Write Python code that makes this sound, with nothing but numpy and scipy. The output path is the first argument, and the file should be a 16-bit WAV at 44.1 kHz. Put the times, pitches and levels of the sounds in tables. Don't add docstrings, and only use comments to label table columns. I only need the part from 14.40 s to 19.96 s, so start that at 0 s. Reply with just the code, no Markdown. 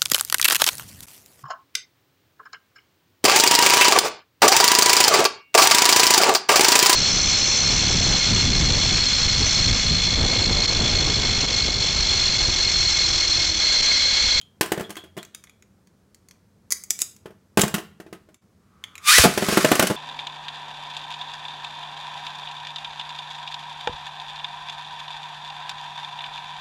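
import sys
import numpy as np
from scipy import signal
from scipy.io import wavfile
from scipy.ndimage import uniform_filter1d

SR = 44100
rng = np.random.default_rng(int(sys.argv[2]) if len(sys.argv) > 2 else 0)


def unload_audio(sound):
    columns = np.transpose(np.atleast_2d(sound))
    steps = np.round(np.clip(columns, -1, 1) * 32767)
    wavfile.write(sys.argv[1], SR, steps.astype(np.int16))


N = 245179
TIME_S = np.arange(N) / SR
HIT_TIME_S = TIME_S[:8192]

# (frequency [Hz], level [dB])
MURMUR_SPECTRUM = [(20, -24.5), (45, -11.5), (90, 5.5), (140, -2.5), (195, 4), (270, -7.5), (400, -8.5),
                   (700, -17.5), (1400, -20.5), (2800, -29.5), (6000, -29), (15000, -37.5)]
# (time [s], strength [dB], hardness
# [dB])
PART_CLICKS = [(0.0133, -54.5, 3), (0.5554, -44.5, -2), (0.8288, -43.5, -1), (0.8494, -50.5, 3),
               (0.9475, -39.5, 2), (1.0389, -49, 1.5), (1.0716, -59.5, -6), (1.0957, -54, -1),
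               (1.2236, -56, 0), (1.472, -63.5, 2), (1.7457, -56.5, 5), (1.886, -55.5, 4.5),
               (1.91, -51.5, 1.5), (2.4373, -44, 8), (2.59, -36, 5), (2.7639, -57, 5), (3.2157, -20.5, 5.5),
               (3.9438, -55.5, 1.5), (4.439, -37, -5), (4.554, -43.5, -3), (4.5798, -43, -1)]
# (frequency [Hz], level [dB])
PART_CLACK_SPECTRUM = [(100, -81), (500, -17.5), (900, -6.5), (1300, 0), (1700, -4), (2300, 6), (3100, -8),
                       (3700, 3.5), (6000, -39.5), (12000, -54.5)]
PART_TICK_SPECTRUM = [(1500, -69), (3500, -21), (4800, 2.5), (5600, -2.5), (7000, 9.5), (8500, -1),
                      (10500, -2), (15500, -9)]
# (time [s], level [dB], frequency [Hz])
DISC_RINGS = [(0.014, -46.5, 3200), (0.212, -34, 3260), (0.44, -41, 3330), (0.567, -36, 3280),
              (0.787, -41.5, 3333), (0.943, -55, 3260), (1.096, -60, 3320)]
# (time [s], strength [dB], edge hardness [dB], floor sag [dB])
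FALLS = [(0.21, -18.5, 2, -11.5), (0.259, -37.5, 1, -4.5), (0.319, -22, -2, -7), (0.376, -33, -6.5, 4),
         (0.396, -35.5, -3.5, -27), (0.407, -32, -5.5, 5), (0.494, -43, -2.5, 6), (0.504, -38, 3, -3),
         (0.5673, -38.5, 1, -27), (0.6381, -48.5, -3, -4), (0.767, -43, -3, 2), (0.775, -36, -4, -1),
         (2.857, -43.5, -7, -12), (2.905, -55, -6.5, 0.5), (3.173, -16.5, -3, 6.5), (3.1781, -24, -2, 2),
         (3.186, -25.5, -1.5, -3), (3.1935, -20, -0.5, 4), (3.209, -29.5, 8, 0), (3.2164, -29, 10, 1),
         (3.235, -21, -3.5, 5.5), (3.279, -33, 3.5, -3), (3.341, -22.5, -0.5, 13.5), (3.348, -31, 3.5, -10),
         (3.3815, -33.5, -1.5, -1), (3.6, -43, -4.5, -2), (3.6635, -52, -8.5, -1), (3.727, -40, -4, 4.5),
         (3.888, -58, -6, -1)]
# (frequency [Hz], level [dB], T60 before damping factor [s])
FLOOR_MODES = [(100, -14, 0.043), (181.1, 0.5, 0.11), (211, -0.5, 0.14), (328, 4, 0.086), (380, 2, 0.069),
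               (442, -1, 0.082), (515, 1, 0.049), (616, -3, 0.046), (630, -4, 0.011)]
# (frequency [Hz], level [dB])
TOP_CLACK_SPECTRUM = [(300, -31), (650, 3), (850, 1.5), (1100, 1), (1600, 3.5), (2400, -3), (3400, -6.5),
                      (5000, -14), (12000, -52)]
TOP_TICK_SPECTRUM = [(1000, -61.5), (2800, 9.5), (3900, -0.5), (6000, 3), (8000, 3), (11000, 0.5),
                     (15500, -3)]
# (time [s], strength [dB], creep lead [s], creep re notch [dB])
CATCH_NOTCHES = [(2.3216, -23.5, .016, -14.5), (2.5055, -23.5, 0.0043, -26), (2.6175, -24.5, 0.015, -17.5)]
# (multiple of tooth rate, level [dB])
GEAR_PARTIALS = [(1, 0), (2, -8), (3, -4), (4, -15)]
# (frequency [Hz], level [dB])
HOUSING_SPECTRUM = [(120, -61), (200, -52), (774, -23), (896, -15.5), (1200, -7.5), (1310, -7), (1900, -5),
                    (2490, -1.5), (2730, -5), (3660, -5), (4240, -5.5), (4730, -5.5), (6450, -6.5),
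                    (9820, -8.5), (15800, -20)]
# (time [s], strength [dB], edge hardness [dB])
TOP_HOPS = [(4.782, -14.5, 4), (4.839, -17.5, -1.5), (4.847, -17.5, -5.5), (4.8544, -19.5, -6),
            (4.866, -30.5, -3), (4.889, -30.5, -4), (4.976, -22, -3), (5.024, -25.5, -6),
            (5.086, -23, -4.5), (5.125, -24, -5), (5.172, -16, -4.5), (5.246, -16.5, -5),
            (5.316, -15.5, -4.5), (5.353, -25.5, 2.5), (5.395, -15, -1), (5.425, -20, 0), (5.433, -24, -6),
            (5.47, -29.5, 8), (5.5, -26.5, -6), (5.5099, -30, -7.5)]
# (time [s], relative level [dB])
SCRAPE_ENVELOPE = [(4.85, -29), (4.96, -30), (5.06, -23.5), (5.15, -19.5), (5.29, -21.5), (5.37, -24.5),
                   (5.5, -28.5), (5.56, -39)]
# (frequency [Hz], level [dB])
SCRAPE_SPECTRUM = [(100, -19.5), (170, 14.5), (250, -16), (330, 2), (580, -4.5), (760, -19), (1100, 1),
                   (1800, 3), (3000, -2), (5000, -2.5), (8000, -5), (12000, -10.5), (15500, -18)]
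# (frequency [Hz], T60 [s])
ROOM_DECAY = [(100, 0.82), (400, 0.23), (1000, 0.33), (2500, 0.41), (7000, 0.29), (15000, 0.32)]
# (frequency [Hz], level [dB])
ECHO_SPECTRUM = [(100, -9), (250, -3.5), (450, 3), (1200, 2.5), (2400, -2), (4000, -0.5), (8000, -1.5),
                 (15000, -2.5)]

FIRM_DB = -20
AIM_S, PULL_S, LEAVE_S, CORD_END_S, LAND_S, SLACK_S = 4.18, 4.687, 4.77, 4.794, 4.84, 4.845


def amp(db):
    return 10 ** (np.asarray(db) / 20)


def unit(x):
    return x / np.sqrt(np.mean(x ** 2) + 1e-20)


def burst(x):
    return x * np.sqrt(.01 * SR / np.sum(x ** 2))


def since(start_s):
    return np.maximum(TIME_S - start_s, 0)


def lookup(table, hz):
    table_hz, values = np.transpose(table)
    return np.interp(np.log(hz + 1), np.log(table_hz + 1), values)


def add(mix, at_s, sound):
    part = mix[max(round(at_s * SR), 0):][:len(sound)]
    part += sound[:len(part)]


def through(x, response):
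    return signal.oaconvolve(x, response)[:len(x)]


def colour(spectrum, size=2048):
    hz = abs(np.fft.fftfreq(size, 1 / SR))
    log_gain = np.log(amp(np.maximum(lookup(spectrum, hz), -100)))
    return np.fft.ifft(np.exp(np.conj(signal.hilbert(log_gain)))).real


def wobble(count, window):
    return unit(uniform_filter1d(rng.standard_normal(count), size=window))


def grit(count, spread_db):
    return unit(rng.standard_normal(count) * amp(spread_db * np.minimum(rng.exponential(1, count), 4)))


def contact(decay_s, rise_s, spread_db):
    envelope = np.exp(-HIT_TIME_S / max(decay_s, 1e-4)) * (1 - np.exp(-HIT_TIME_S / rise_s))
    return envelope * grit(len(HIT_TIME_S), spread_db)


def murmur(level_db, dip_s, dip_half_s, dip_db):
    dip = np.maximum(1 - abs(TIME_S - dip_s) / dip_half_s, 0)
    noise = unit(through(rng.standard_normal(N), colour(MURMUR_SPECTRUM, size=8192)))
    return amp(level_db + dip_db * dip) * noise


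def snaps(rows, clack_db, tick_db, body_db, body_hz):
    out = np.zeros(N)
    body_band = signal.butter(2, [body_hz / 2, body_hz * 2], "band", fs=SR)
    for at_s, db, hard_db in rows:
        detune = [rng.uniform(0.89, 1.08), 1]
        crack = burst(contact(decay_s=0.0013, rise_s=0.00026, spread_db=0.99))
        shiver = amp(-3) * burst(contact(decay_s=0.0045, rise_s=0.00048, spread_db=2.8))
        drive = crack + shiver
        clack = through(drive, colour(np.multiply(PART_CLACK_SPECTRUM, detune)))
        tick = through(drive, colour(np.multiply(PART_TICK_SPECTRUM, detune)))
        add(out, at_s, amp(db - hard_db + clack_db) * burst(clack))
        add(out, at_s, amp(db + body_db) * burst(signal.lfilter(*body_band, drive)))
        add(out, at_s, amp(db + hard_db + tick_db) * burst(tick))
    return out


def discs(t60_s, beat_hz):
    out, t = np.zeros(N), TIME_S[:SR // 2]
    for at_s, db, hz in DISC_RINGS:
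        for mode_hz, mode_db in [(hz, 0), (hz + beat_hz, -3.5), (4200, -16.5), (6940, -17.5)]:
            rattle = unit(1 + wobble(len(t), 160))
            envelope = amp(db + mode_db - 60 * t / t60_s)
            add(out, at_s, rattle * envelope * np.sin(2 * np.pi * mode_hz * t))
    return out


def tumbles(rebound_s, rebound_db):
    rebounds = [(at_s + rebound_s * rng.uniform(.8, 1.2), db + rebound_db, hard_db, sag_db)
                for at_s, db, hard_db, sag_db in FALLS]
    return list(FALLS) + rebounds


def rim_teeth(decay_s, gap_s, count=4):
    out = np.zeros(len(HIT_TIME_S))
    for at_s in gap_s * (np.arange(count) + rng.uniform(-.25, .25, count)).clip(0):
        add(out, at_s, [np.exp(-at_s / max(decay_s, 1e-3))])
    return out / np.linalg.norm(out)


def floor_ring(sag_db, rim_db, damping):
    ring = np.zeros(len(HIT_TIME_S))
    for hz, db, t60_s in FLOOR_MODES:
        start_db = db + sag_db * (hz < 260) + rim_db * (hz > 470)
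        ring += amp(start_db - 60 * damping * HIT_TIME_S / t60_s) * np.sin(2 * np.pi * hz * HIT_TIME_S)
    return signal.lfilter(*signal.butter(2, 135, "high", fs=SR), ring)


def strikes(rows, thud_db, clack_db, tick_db, rim_db, firm_contact_s, rise_s, tooth_gap_s,
            chatter, damping, thud_stretch, clack_stretch):
    out = np.zeros(N)
    clack_response, tick_response = colour(TOP_CLACK_SPECTRUM), colour(TOP_TICK_SPECTRUM)
    for at_s, db, hard_db, sag_db in rows:
        contact_s = firm_contact_s * amp(.15 * (FIRM_DB - db) - .4 * hard_db)
        scuff = contact(contact_s, rise_s, spread_db=1.7)
        push = rim_teeth(contact_s * thud_stretch, tooth_gap_s) + chatter * scuff / np.linalg.norm(scuff)
        shiver = amp(-8) * burst(contact(decay_s=0.014, rise_s=0.0053, spread_db=3.5))
        shell = burst(contact(contact_s * clack_stretch, rise_s, spread_db=2.3))
        thud = through(push, floor_ring(sag_db, rim_db, damping))
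        clack = through(shell + shiver, clack_response)
        tick = through(contact(contact_s, rise_s, spread_db=1.8), tick_response)
        add(out, at_s, amp(db - hard_db + thud_db) * burst(thud))
        add(out, at_s, amp(db + clack_db - 0.097 * sag_db) * burst(clack))
        add(out, at_s, amp(db + hard_db + tick_db) * burst(tick))
    return out


def twists(hard_db, creep_hz):
    rows = []
    for at_s, db, creep_s, creep_db in CATCH_NOTCHES:
        rows.append((at_s, db, hard_db))
        for lag_s in np.arange(0, creep_s - .002, 1 / creep_hz):
            rows.append((at_s - creep_s + lag_s, db + creep_db, hard_db))
    return rows


def handling(level_db, hollow_hz, swell_db_per_s):
    gate = (1 - np.exp(-since(AIM_S) / .05)) * (TIME_S < PULL_S)
    grip = amp(level_db - swell_db_per_s * abs(PULL_S - TIME_S))
    rustle = signal.lfilter(*signal.iirpeak(hollow_hz, Q=6, fs=SR), grit(N, spread_db=3))
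    return gate * grip * unit(rustle)


def pull(rise_db_per_s=688, tire_db_per_s=24, release_db_per_s=522, rewind_s=.15):
    rise_db = rise_db_per_s * np.maximum(PULL_S - TIME_S, 0)
    force = amp(-8.5 - rise_db - tire_db_per_s * since(PULL_S) - release_db_per_s * since(SLACK_S))
    rewind = amp(-30.5) * (TIME_S > SLACK_S) * np.exp(-(since(SLACK_S) / rewind_s) ** 2)
    return np.hypot(force, rewind)


def launcher(gain_db, whine_db, slow_hz, fast_hz, spin_up_at_s, spin_up_width_s, coast_s):
    spin_up = (1 + np.tanh((TIME_S - spin_up_at_s) / spin_up_width_s)) / 2
    tooth_hz = (slow_hz + (fast_hz - slow_hz) * spin_up) * np.exp(-since(LEAVE_S) / coast_s)
    teeth = np.cumsum(tooth_hz * (1 + .025 * wobble(N, 60))) / SR
    whine = unit(sum(amp(db) * np.cos(2 * np.pi * k * teeth) for k, db in GEAR_PARTIALS))
    engaged = np.interp(since(LEAVE_S), [0, .03], [1, .3])
    tooth_pulses = 0.61 + np.exp(-(teeth % 1) / 0.37)
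    rattle = unit(grit(N, spread_db=1.5) * tooth_pulses)
    drive = amp(whine_db) * engaged * whine + rattle
    return pull() * amp(gain_db) * unit(through(drive, colour(HOUSING_SPECTRUM)))


def hops(firm_sag_db, stiffening):
    return [(at_s, db, hard_db, firm_sag_db - stiffening * (db - FIRM_DB))
            for at_s, db, hard_db in TOP_HOPS]


def jolt(level_db, hz, rise_s):
    out = np.zeros(N)
    envelope = HIT_TIME_S / rise_s * np.exp(1 - HIT_TIME_S / rise_s)
    add(out, CORD_END_S, amp(level_db) * envelope * np.sin(2 * np.pi * hz * HIT_TIME_S))
    return out


def tip_scrape(gain_db, spin_hz, throb_db, uneven_db):
    pressure = amp(throb_db * np.sin(2 * np.pi * spin_hz * TIME_S) + uneven_db * wobble(N, 200))
    scrape = unit(through(pressure * grit(N, spread_db=2.5), colour(SCRAPE_SPECTRUM)))
    envelope_db = np.interp(TIME_S, *np.transpose(SCRAPE_ENVELOPE))
    return (TIME_S > LAND_S) * amp(envelope_db + gain_db) * scrape


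def room(x, wall_db, wall_decay_s, tail_db, tail_rise_s, taps_per_s=6000):
    count = SR // 2
    t = TIME_S[:count]
    taps = rng.choice([-1., 1.], count) * (rng.random(count) < taps_per_s / SR)
    hz, frame_s, bands = signal.stft(taps, SR, nperseg=256)
    decay = amp(-60 * frame_s / lookup(ROOM_DECAY, hz)[:, None])
    tail = signal.istft(bands * decay, SR, nperseg=256)[1][:count]
    tail *= 1 - np.exp(-t / tail_rise_s)
    wall = rng.permutation(taps) * np.exp(-t / wall_decay_s) * (t > .0015)
    echoes = amp(tail_db) * tail / np.linalg.norm(tail) + amp(wall_db) * wall / np.linalg.norm(wall)
    return through(x, through(echoes, colour(ECHO_SPECTRUM)))


def scene():
    direct = strikes(tumbles(rebound_s=0.018, rebound_db=-13), thud_db=1, clack_db=-2, tick_db=-2,
                     rim_db=-3, firm_contact_s=0.0053, rise_s=0.00086, tooth_gap_s=0.0027,
                     chatter=0.34, damping=1.2, thud_stretch=0.3, clack_stretch=0.8)
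    direct += strikes(hops(firm_sag_db=-4, stiffening=1.12), thud_db=0.65, clack_db=-1, tick_db=-0.2,
                      rim_db=5, firm_contact_s=0.0063, rise_s=0.00047, tooth_gap_s=0.0044,
                      chatter=0.7, damping=2.7, thud_stretch=1.4, clack_stretch=0.99)
    clicks = list(PART_CLICKS) + twists(hard_db=7, creep_hz=190)
    direct += snaps(clicks, clack_db=-0.7, tick_db=-0.56, body_db=-19, body_hz=514)
    direct += discs(t60_s=.19, beat_hz=92)
    direct += launcher(gain_db=-2, whine_db=-6.5, slow_hz=1183, fast_hz=2019,
                       spin_up_at_s=4.73, spin_up_width_s=.022, coast_s=0.34)
    direct += handling(level_db=-52.5, hollow_hz=1240, swell_db_per_s=40)
    direct += jolt(level_db=-14.5, hz=78, rise_s=0.0058)
    direct += tip_scrape(gain_db=-5, spin_hz=61.7, throb_db=0.1, uneven_db=1.7)
    echoes = room(direct, wall_db=-11, wall_decay_s=0.0063, tail_db=-10, tail_rise_s=0.0031)
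    background = murmur(level_db=-59.5, dip_s=3.994, dip_half_s=.029, dip_db=-34)
    return (direct + echoes + background)[None]


def record(dry):
    limited = dry / (1 + dry ** 6) ** (1 / 6)
    low_pass = signal.firwin(301, 16000, window=("kaiser", 9), fs=SR)
    return signal.oaconvolve(limited, low_pass[None], "same")


dry = scene()
out = record(dry)
unload_audio(out)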